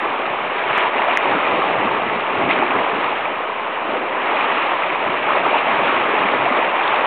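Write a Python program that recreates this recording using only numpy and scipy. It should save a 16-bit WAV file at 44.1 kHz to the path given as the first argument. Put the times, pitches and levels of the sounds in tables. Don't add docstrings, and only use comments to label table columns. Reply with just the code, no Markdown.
import sys
import numpy as np
from scipy import signal
from scipy.fft import rfft, irfft
from scipy.io import wavfile
from scipy.ndimage import uniform_filter1d

SR = 44100
rng = np.random.default_rng(int(sys.argv[2]) if len(sys.argv) > 2 else 0)


def dump(signal):
    limited = np.clip(np.atleast_2d(signal).T, -1, 1)
    pcm = np.round(limited * 32767).astype(np.int16)
    wavfile.write(sys.argv[1], SR, pcm)


def gain_from_db(level_db):
    decades = np.asarray(level_db, float) / 20
    return 10 ** decades


N = 311346


def read(points, hz):
    f, value = np.transpose(points)
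    return np.interp(np.log(hz + 1), np.log(f + 1), value)


def evened(x):
    return x / np.sqrt(np.mean(abs(x) ** 2) + 1e-20)


def add(mix, s, sound):
    part = mix[round(s * SR):][:len(sound)]
    part += sound[:len(part)]


def rush():
    layer_hz = [
        100,
        260,
        800,
        2400,
    ]
    # frequency in Hz, density in dB per Hz.
    foam_colour = [(18, -67), (30, -39.5), (48, -34.5), (188, -14), (383, -4.5), (499, -5), (637, -1.5),
                   (734, -3.5), (882, -1), (1250, -2.5), (1440, -8), (2390, -7), (2870, -11.5),
                   (3900, -25.5), (5070, -57), (8580, -120)]
    bubble_weight = .35
    bubbles = fizz(per_s=2500., spread_db=2.5, cycles=3.75, top_hz=3850)
    gurgle = fizz(per_s=120., spread_db=2.0, cycles=14.46, top_hz=1200, count=20)
    hiss = rng.standard_normal(N) * 2.18
    water = np.sqrt(bubble_weight) * (bubbles + gain_from_db(-9.0) * gurgle) + np.sqrt(1 - bubble_weight) * hiss
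    hz, t, z = signal.stft(water, SR, nperseg=1024, noverlap=896)

    layers = layer_levels(t)
    layers -= 10 * np.log10(np.mean(gain_from_db(layers) ** 2, axis=1, keepdims=True))
    layers[0] = np.maximum(layers[0], -9.)
    index = np.arange(len(layer_hz))
    place = np.interp(np.log(hz + 1), np.log(layer_hz), index)
    blend = np.maximum(1 - abs(place[:, None] - index), 0)

    patches = rng.standard_normal((len(t), len(hz))).T
    patches = uniform_filter1d(patches, size=14, axis=0)
    patches = evened(uniform_filter1d(patches, size=14, axis=1))
    flicker = evened(uniform_filter1d(rng.standard_normal(len(t)), size=8))
    field_db = read(foam_colour, hz)[:, None] + blend @ layers + .5 * patches + 0.064 * flicker
    return gain_from_db(-11.) * signal.istft(z * gain_from_db(field_db), SR, nperseg=1024, noverlap=896)[1][:N]


def layer_levels(t):
    # time in seconds, level in dB.
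    surge = [(0, -20.5), (.5, -22.5), (.78, -17.5), (.92, -18.5), (1.05, -17.5), (1.6, -18), (2.22, -21),
             (2.6, -18), (3.1, -20.5), (3.55, -24), (3.95, -21), (4.1, -23), (4.32, -17.5), (4.97, -21),
             (5.32, -16.5), (6.6, -17), (6.75, -18.5), (6.9, -17)]
    follow = [
        0.54,
        0.74,
        0.93,
        0.98,
    ]
    # centre in seconds, lift in dB,
    # length in seconds, depth from 0 (churn only) to 1 (slap only).
    heaves = [(0.101, 4, 0.22, .3), (0.301, 8.5, 0.17, .9), (.45, 8, .12, 0.8), (0.725, 3.5, .12, 1),
              (0.972, 3.5, 0.081, .1), (1.351, 14, 0.17, 0.5), (1.555, 17, .15, 0.6),
              (1.717, 14.5, .15, .75), (1.857, 17, 0.21, .65), (2.09, 13, 0.34, 0.8),
              (2.465, 22.5, 0.26, .6), (2.646, 10, .15, 0.5), (2.785, 16.5, .14, .6), (2.95, 15, .16, 0.6),
              (3.166, 9.5, 0.26, 0.8), (3.344, 4, 0.11, .6), (3.946, 5, .25, 0), (4.129, 5, 0.17, .2),
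              (4.404, 1.5, 0.48, .1), (4.856, 2.5, .15, 1), (5.09, 9.5, 0.22, .75), (5.339, 8, 0.2, 0.7),
              (5.49, 9, 0.11, 0.8), (5.693, 9.5, .12, 0.8), (5.822, 6.5, 0.092, .8),
              (5.92, 10.5, 0.39, 0.7), (6.285, 10, 0.3, 0.7), (6.422, 11, 0.087, 0.8),
              (6.563, 2.5, 0.082, .1), (7.001, 4.5, .2, 1)]
    # centre in seconds, lift in dB, length in seconds.
    sheets = [(0.614, 2.5, 0.43), (0.809, 3, 0.1), (1.187, 0, 0.13), (1.443, 1, .4), (2.151, 0.5, 0.51),
              (2.512, 6, 0.06), (3.038, 2.5, 0.13), (4.558, 2, 0.34), (4.904, 2, 0.31), (5.552, 1.5, 0.18),
              (5.871, 2, 0.29), (6.202, 1, 0.24), (6.773, 0, 0.29)]
    # centre in seconds, drop in dB.
    lulls = [(.66, -2), (.91, -2.5), (1.19, -2.5), (2.33, 0), (2.48, -1.5), (2.68, -1.5), (4.6, 0),
             (5.21, -2), (5.275, -2.5), (5.425, -3), (5.51, -1.5), (5.634, -3), (5.8, -2), (6.07, -1.5),
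             (6.38, -0.5), (6.5, 0)]
    lull_s = 0.051
    layers = np.outer(follow, uniform_filter1d(np.interp(t, *np.transpose(surge)), size=20))
    for s, db, length, depth in heaves:
        layers[:2] += np.outer([1.3 * depth, 1.25 * (1 - depth)], swell(t, s, db, length))
    for s, db, length in sheets:
        layers[3] += swell(t, s, db, length)
    for s, db in lulls:
        layers[2:] += swell(t, s, db, lull_s)
    return layers


def swell(t, s, db, length):
    return db * np.cos(np.pi * np.clip((t - s) / (1.65 * length), -.5, .5)) ** 2


def fizz(per_s, spread_db, cycles, top_hz, count=32):
    out = np.zeros(N)
    for hz in np.linspace(120, top_hz, count):
        chance, size = rng.random(N), rng.exponential(1, N)
        train = (chance < per_s / count / SR) * gain_from_db(spread_db * np.minimum(size, 5))
        grain = bubble(hz, cycles * (hz / 1000) ** 0.49, 0.13)
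        out += signal.oaconvolve(train, grain / np.linalg.norm(grain))[:N]
    return evened(out)


def bubble(hz, cycles, glide):
    u = np.arange(int(2 * cycles / hz * SR)) * hz / SR / cycles
    shape = u * np.exp(1 - u / 0.29) / 0.35
    return shape * np.sin(2 * np.pi * cycles * u * (1 + glide * u / 2))


def splash_gain():
    # start in seconds, peak in dB.
    thrown = [(0.729, -5), (.87, -10), (1.018, -6), (1.08, -8.5), (1.111, -10), (2.506, -2), (2.559, -13),
              (2.709, -2.5), (2.75, -4), (2.839, -6.5), (3.968, -2), (5.1, -14), (5.289, -4.5),
              (5.36, -10.5), (5.46, -6), (5.565, -6), (5.87, -8), (6.459, -4)]
    t60_s, attack_s = 0.019, .003
    lift, t = np.zeros(N), np.arange(SR // 5) / SR
    for s, db in thrown:
        add(lift, s, gain_from_db(db + 2.5 - 60 * t / t60_s) * np.minimum(t / attack_s, 1))
    return 1 + lift


def bursts(rows, glide):
    out = np.zeros(N)
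    for s, db, hz, cycles in rows:
        add(out, s, gain_from_db(db) * bubble(hz, max(cycles, 1), glide))
    return out


def gulps():
    # start in seconds, peak in dB, pitch in Hz, ring in cycles.
    pockets = [(0.876, -5, 915, 6), (0.994, -10.5, 897, 15), (1.039, -3.5, 973, 6), (1.084, -3.5, 657, 6.7),
               (1.309, -10, 740, 5.2), (1.636, -9, 727, 7), (3.955, -11.5, 479, 8), (2.408, -18.5, 856, 14),
               (2.508, -6, 868, 4.4), (2.624, -3, 796, 7.2), (2.752, -13.5, 414, 14), (4.294, -24, 785, 12),
               (4.449, -7, 1200, 4.7), (4.737, -8.5, 986, 6), (5.075, -18.5, 1252, 6),
               (5.102, -7.5, 935, 7.7), (5.288, -5.5, 1265, 4.2), (5.367, -11, 593, 8.3),
               (5.528, -3.5, 602, 5.5), (5.819, -15, 916, 7.8), (6, -10.5, 1214, 6), (6.136, -13, 385, 5.1),
               (6.277, -3, 1020, 4), (6.333, -8, 1130, 3.3), (6.423, -9.5, 619, 6), (6.459, -3.5, 626, 6),
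               (6.562, -10, 1035, 6), (6.624, -6, 848, 9.5), (6.989, -10, 1046, 9.1), (7.042, -3, 885, 3.7)]
    return gain_from_db(-3.5) * bursts(pockets, 0.12)


def near_pops():
    # start in seconds, peak in dB, pitch in Hz.
    pops = [(0.264, -12.5, 2370), (0.9712, -13.5, 1588), (1.0202, -5.5, 1987), (1.1104, -7, 2200),
            (1.2083, -10.5, 2023), (1.7921, -13, 1424), (2.5108, -8.5, 2120), (2.5635, -5, 2314),
            (2.708, -3, 2310), (2.7397, -13, 1472), (2.897, -9.5, 2290), (3.255, -7, 2236),
            (4.4092, -9, 2194), (5.1743, -13, 2324), (5.424, -16, 1630), (5.6289, -12, 2015),
            (6.457, -8.5, 2020), (6.9269, -6.5, 1390), (7.0115, -13.5, 1583)]
    return gain_from_db(-2.5) * bursts([(*row, 4.3) for row in pops], 0.12)


def spray_ticks():
    # start in seconds, peak in dB.
    ticks = [(.2683, -33.5), (1.173, -29.5), (1.8574, -25), (2.3478, -26), (2.7804, -28), (5.2442, -28.5),
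             (5.5077, -18.5), (6.2088, -22.5), (6.8388, -14), (6.8785, -10.5), (6.96, -17)]
    tick_hz, cycles = 3270, 6
    return gain_from_db(-2.5) * bursts([(s, db, tick_hz, cycles) for s, db in ticks], 0.12)


def post_slaps():
    # start in seconds, peak in dB, pitch in Hz.
    slaps = [(0.087, -26.5, 304), (1.446, -22, 277), (1.617, -20.5, 318), (1.675, -21, 276),
             (1.535, -15.5, 300), (1.85, -12, 218), (2.06, -17.5, 228.5), (2.156, -18, 221),
             (2.366, -17.5, 326), (2.591, -14, 272.5), (4.527, -25.5, 278), (5.021, -30, 268),
             (5.665, -22, 312), (5.944, -18.5, 318), (6.249, -17.5, 200), (6.402, -23.5, 293),
             (6.51, -13.5, 252)]
    return gain_from_db(-4) * bursts([(*row, 4.5) for row in slaps], .05)


def post_thuds():
    # start in seconds, peak in dB, pitch in Hz.
    thuds = [(0.699, -33, 124), (1.329, -36, 124), (1.52, -38.5, 94), (1.71, -38.5, 124),
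             (1.841, -33.5, 105), (2.369, -30.5, 104.6), (2.432, -34.5, 97), (2.763, -40, 92),
             (2.931, -41.5, 124), (5.052, -35.5, 103.5), (6.439, -42.5, 124)]
    return gain_from_db(-0.5) * bursts([(*row, 2.9) for row in thuds], .05)


def overload(x):
    # centre in seconds, peak in dB, pitch in Hz, length in seconds.
    loud_pops = [
        (.77998, -1.2, 1500, .0013),
        (1.17335, .4, 1980, .0022),
    ]
    t = np.arange(N) / SR
    for s, db, hz, length in loud_pops:
        since = t - s
        window = np.cos(np.pi * np.clip(since / length - .03, -.5, .5))
        ring = np.cos(2 * np.pi * hz * since * (1 + 60 * since))
        x = x * (1 - .9 * window) + gain_from_db(db) * window ** 1.5 * ring
    return x


def scene():
    bubbles = near_pops() + spray_ticks() + gulps()
    blows = post_slaps() + post_thuds()
    return overload(rush() * splash_gain() + bubbles + blows)[None]


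def band_limit(x):
    return signal.sosfilt(signal.butter(12, 15800, fs=SR, output="sos"), x)


def record(dry):
    sampling_hz, ceiling = 8000, .71
    z = rfft(dry)
    hz = np.arange(z.shape[1]) * SR / N
    half = round(sampling_hz / 2 * N / SR)
    z[:, half + 1:2 * half] = np.conj(z[:, half - 1:0:-1])
    z[:, 2 * half:] = 0
    z *= gain_from_db(read([(15, -17.5), (45, 0), (3850, -1), (4000, -6.5), (4200, -12), (4350, -23),
                   (4500, -38), (4700, -66.5), (5000, -140)], hz))
    x = np.clip(irfft(z, N), -ceiling, ceiling) - .0028
    return band_limit(x)


dry = scene()
out = record(dry)
dump(out)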